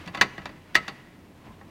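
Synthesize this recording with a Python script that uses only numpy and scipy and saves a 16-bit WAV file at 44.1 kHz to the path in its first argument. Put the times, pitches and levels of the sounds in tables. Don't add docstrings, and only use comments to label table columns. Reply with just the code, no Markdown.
import sys
import numpy as np
from scipy import signal
from scipy.fft import rfft, irfft, next_fast_len
from scipy.io import wavfile
from scipy.ndimage import map_coordinates

SR = 44100
rng = np.random.default_rng(int(sys.argv[2]) if len(sys.argv) > 2 else 0)


def output_pcm(signal):
    pcm = np.clip(np.atleast_2d(signal).T, -1, 1) * 32767
    wavfile.write(sys.argv[1], SR, np.round(pcm).astype(np.int16))


N = 74970

# [f/Hz, relative level/dB]
AIR_COLOUR = [(15, -52.5), (25, -1.5), (59, -13.5), (91, 0), (110, -9), (178, -1), (313, -4.5), (445, -11),
              (722, -14.5), (1530, -28), (1950, -27.5), (2170, -29.5), (15500, -39)]
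# [f/Hz, rms level/dB]
HUM_PARTIALS = [(86.3, -63), (199, -67), (311, -71)]
AIR_LEVEL_DB = -52.5

# [f/Hz, relative level/dB]
RUB_LEVEL = [(0, -46), (.12, -54), (.16, -46.5), (.3, -52.5), (.5, -54), (.6, -57.5), (.72, -56.5),
             (.85, -48.5), (1.1, -59), (1.35, -61.5), (1.46, -54.5), (1.56, -60.5), (1.7, -59.5)]
RUB_COLOUR = [(40, -2), (150, 12), (400, -5.5), (1000, 1.5), (2500, 0), (4700, -11.5), (8000, -23),
              (15000, -32)]
# [f/Hz, relative level/dB]
RUSTLE_LEVEL = [(0, -52.5), (.1, -49.5), (.6, -62), (1.3, -64), (1.5, -49), (1.58, -59.5), (1.7, -52.5)]
RUSTLE_COLOUR = [(30, -19), (110, 6), (260, -3), (450, -8), (650, -10), (1050, -3.5), (1400, -23),
                 (5000, -42.5)]
RUB_ROUGH_DB, RUB_ROUGH_PER_S = 1, 47

# [t/s, level/dB, f/Hz]
BUMPS = [(0.066, -25.5, 176.4), (0.382, -30.5, 137.7), (1.476, -45, 54)]
BUMP_RISE_CYCLES, BUMP_T60_CYCLES = 1.3, 17

# [t/s, level/dB, brightness/(dB per octave), low knock/dB, case ring/dB,
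# board ring/dB, blade ring/dB]
CONTACTS = [(0.0600, -47, 1, -19, -16, -3, -15), (0.0753, -36.5, -1.5, 9, -18, 2, -29),
            (0.14, -47, -5.5, -12.5, -9.5, 10, -17), (0.1473, -30.5, -2, -18, -3, 5.5, -6.5),
            (0.1734, -34.5, -3, 7, 10.5, 5.5, -6), (0.2119, -12.5, -0.5, -3.5, -3, 4.5, 4),
            (0.3797, -38.5, -3.5, 12, 2, 5, 7.5), (0.4173, -47.5, -4, -19, -9, 0, -11),
            (0.456, -32, -2.45, 5, -25, 0.5, -28), (0.4920, -44.5, -5.5, 5, -18.5, 4, -24.5),
            (0.7461, -31, -0.5, -14, -6.5, -26, -35.5), (0.7531, -15, 0.3, -0.5, 2.5, -4, 7),
            (0.8801, -29.5, -2, 4, 0.5, 0.5, -12), (0.8926, -45, -2.5, 2.5, 6, 14.5, -5),
            (1.466, -57, -10, -5, 8, 10, -12), (1.6119, -53, -7, -25, 2, 7.5, 7)]
# [f/Hz, relative level/dB]
CRACK_COLOUR = [(100, -3.5), (1000, -6), (3000, 3), (6500, -2.5), (8500, -22.5), (15500, -20)]
# [f/Hz, t60/s]
CLATTER_COLOUR = [(60, -36), (300, -6), (460, -7.5), (700, -0.5), (1100, -3.5), (1500, -0.5), (1850, 4),
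                  (2200, -2.5), (2750, 3), (3220, -10.5), (3600, -2.5), (4600, -5.5), (5200, -13),
                  (6900, -14), (7700, -20), (15500, -31)]
CLATTER_T60 = [(200, 0.25), (800, 0.095), (2000, 0.086), (4500, 0.077), (12000, .055)]
# [f/Hz, level/dB, t60/s]
BLADE_MODES = [(1709.6, -0.5, 0.01), (1921, -8, 0.042)]
# [f/Hz, level/dB, t60/s]
BLOCK_MODES = [(1703, -7.5, 0.078), (1966, -4, 0.092), (2337, -7.5, 0.064), (2797, -19, 0.062),
               (3495, 7.5, 0.019), (4560, -5.5, 0.068)]
# [f/Hz, level/dB, t60/s]
BOARD_MODES = [(798.6, -13, 0.086), (989.3, -13.5, 0.1), (1100.5, -9.5, 0.09), (4700, -32.5, 0.24)]
# [f/Hz, level/dB, t60/s]
CASE_MODES = [(1295.3, 0.5, 0.12), (1390, -12, .08), (2033, -3.5, 0.16), (2005, -34, 0.98),
              (2155, -7.5, 0.13), (2980, -11.5, 0.12), (3240, -25.5, 0.13), (7900, -33.5, 0.15)]
# [f/Hz, level/dB, t60/s]
KNOCK_MODES = [(50.3, -17.5, 0.3), (134.6, -14, 0.57), (195, -3.5, 0.16), (317.3, -2, 0.098)]
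CRACK_DB, CRACK_T60_S = -2.5, 0.024
BLADE_DB, BLOCK_DB, CASE_DB, KNOCK_DB = 13, -0.5, -5.5, -10.5
BLADE_RISE_S, BLOCK_RISE_S, CASE_RISE_S = 0.0031, 0.0031, 0.012
CLATTER_RISE_S, KNOCK_RISE_S = 0.00049, 0.0047
SCATTER_DB = 2.5
PIVOT_HZ = 1940

# [f/Hz, level/dB]
ROOM_T60 = [(120, 0.91), (500, 0.64), (2000, 0.98), (5000, 0.64), (12000, 0.556)]
ROOM_COLOUR = [(60, -12), (160, 8), (450, 3), (1200, 0), (1750, -5.5), (2050, -2), (3000, 0), (3600, -6.5),
               (6000, -2), (14000, -3.5)]
ROOM_DB = -20.5
TOP_HZ = 15900


def amp(db):
    return 10 ** (np.asarray(db) / 20)


def unit(x):
    return x / np.sqrt(np.mean(x ** 2) + 1e-20)


def along(points, hz):
    f, value = np.transpose(points)
    return np.interp(np.log(hz + 1), np.log(f + 1), value)


def filtered(x, response):
    size = next_fast_len(len(x) + SR // 4)
    hz = np.fft.rfftfreq(size, 1 / SR)
    return irfft(rfft(x, size) * response(hz), size)[:len(x)]


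def noise(colour):
    white = rng.standard_normal(N)
    return unit(filtered(white, lambda hz: amp(along(colour, hz))))


def decay(t, t60):
    return np.exp(-np.log(1000) * t / t60)


def dying(x, t60s, size=128):
    hz, t, bands = signal.stft(x, SR, nperseg=size)
    fall_db = -60 * t / along(t60s, hz)[:, None]
    return signal.istft(bands * amp(fall_db), SR, nperseg=size)[1][:len(x)]


def ring(modes, rise_s):
    t = np.arange(N) / SR
    tones = np.zeros(N)
    for k, (hz, db, t60) in enumerate(modes):
        level = amp(db + SCATTER_DB * rng.standard_normal())
        tones += (-1) ** k * level * decay(t, t60) * np.sin(2 * np.pi * hz * t)
    return tones * (1 - np.exp(-t / rise_s))


def background():
    t = np.arange(N) / SR
    hum = np.zeros(N)
    for hz, db in HUM_PARTIALS:
        hum += amp(db) * np.sqrt(2) * np.sin(2 * np.pi * (hz * t + rng.random()))
    return amp(AIR_LEVEL_DB) * noise(AIR_COLOUR) + hum


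def rubbing():
    t = np.arange(N) / SR
    rough = map_coordinates(rng.standard_normal(N // 100), [t * RUB_ROUGH_PER_S])
    finger_db = np.interp(t, *np.transpose(RUB_LEVEL)) + RUB_ROUGH_DB * rough
    rustle_db = np.interp(t, *np.transpose(RUSTLE_LEVEL))
    return amp(finger_db) * noise(RUB_COLOUR) + amp(rustle_db) * noise(RUSTLE_COLOUR)


def bumps():
    out = np.zeros(N)
    for s, db, hz in BUMPS:
        start = round(s * SR)
        swing = ring([(hz, 0, BUMP_T60_CYCLES / hz)], BUMP_RISE_CYCLES / hz)
        out[start:] += amp(db) * swing[:N - start]
    return out


def clicks():
    out = np.zeros(N)
    t = np.arange(N) / SR
    for s, db, bright_db, knock_db, case_db, board_db, blade_db in CONTACTS:
        crack = amp(CRACK_DB) * noise(CRACK_COLOUR) * decay(t, CRACK_T60_S)
        clatter = dying(noise(CLATTER_COLOUR), CLATTER_T60) * (1 - np.exp(-t / CLATTER_RISE_S))
        blade = amp(BLADE_DB + blade_db) * ring(BLADE_MODES, BLADE_RISE_S)
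        block = amp(BLOCK_DB) * ring(BLOCK_MODES, BLOCK_RISE_S)
        board = amp(board_db) * ring(BOARD_MODES, BLOCK_RISE_S)
        case = amp(CASE_DB + case_db) * ring(CASE_MODES, CASE_RISE_S)

        def brightness(hz):
            return amp(bright_db * np.log2(np.maximum(hz, 300) / PIVOT_HZ))

        body = filtered(crack + clatter + blade + block + board + case, brightness)
        knock = amp(KNOCK_DB + knock_db) * ring(KNOCK_MODES, KNOCK_RISE_S)
        start = round(s * SR)
        out[start:] += amp(db) * (body + knock)[:N - start]
    return out


def room(x):
    tail = dying(rng.standard_normal(N), ROOM_T60, size=256)
    tail = tail / np.linalg.norm(tail)
    tail = filtered(tail, lambda hz: amp(along(ROOM_COLOUR, hz)))
    return signal.fftconvolve(x, tail)[:N]


def scene():
    impacts = clicks() + bumps()
    return (impacts + amp(ROOM_DB) * room(impacts) + rubbing() + background())[None]


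def record(dry):
    return np.array([filtered(x, lambda hz: hz < TOP_HZ) for x in dry])


dry = scene()
out = record(dry)
output_pcm(out)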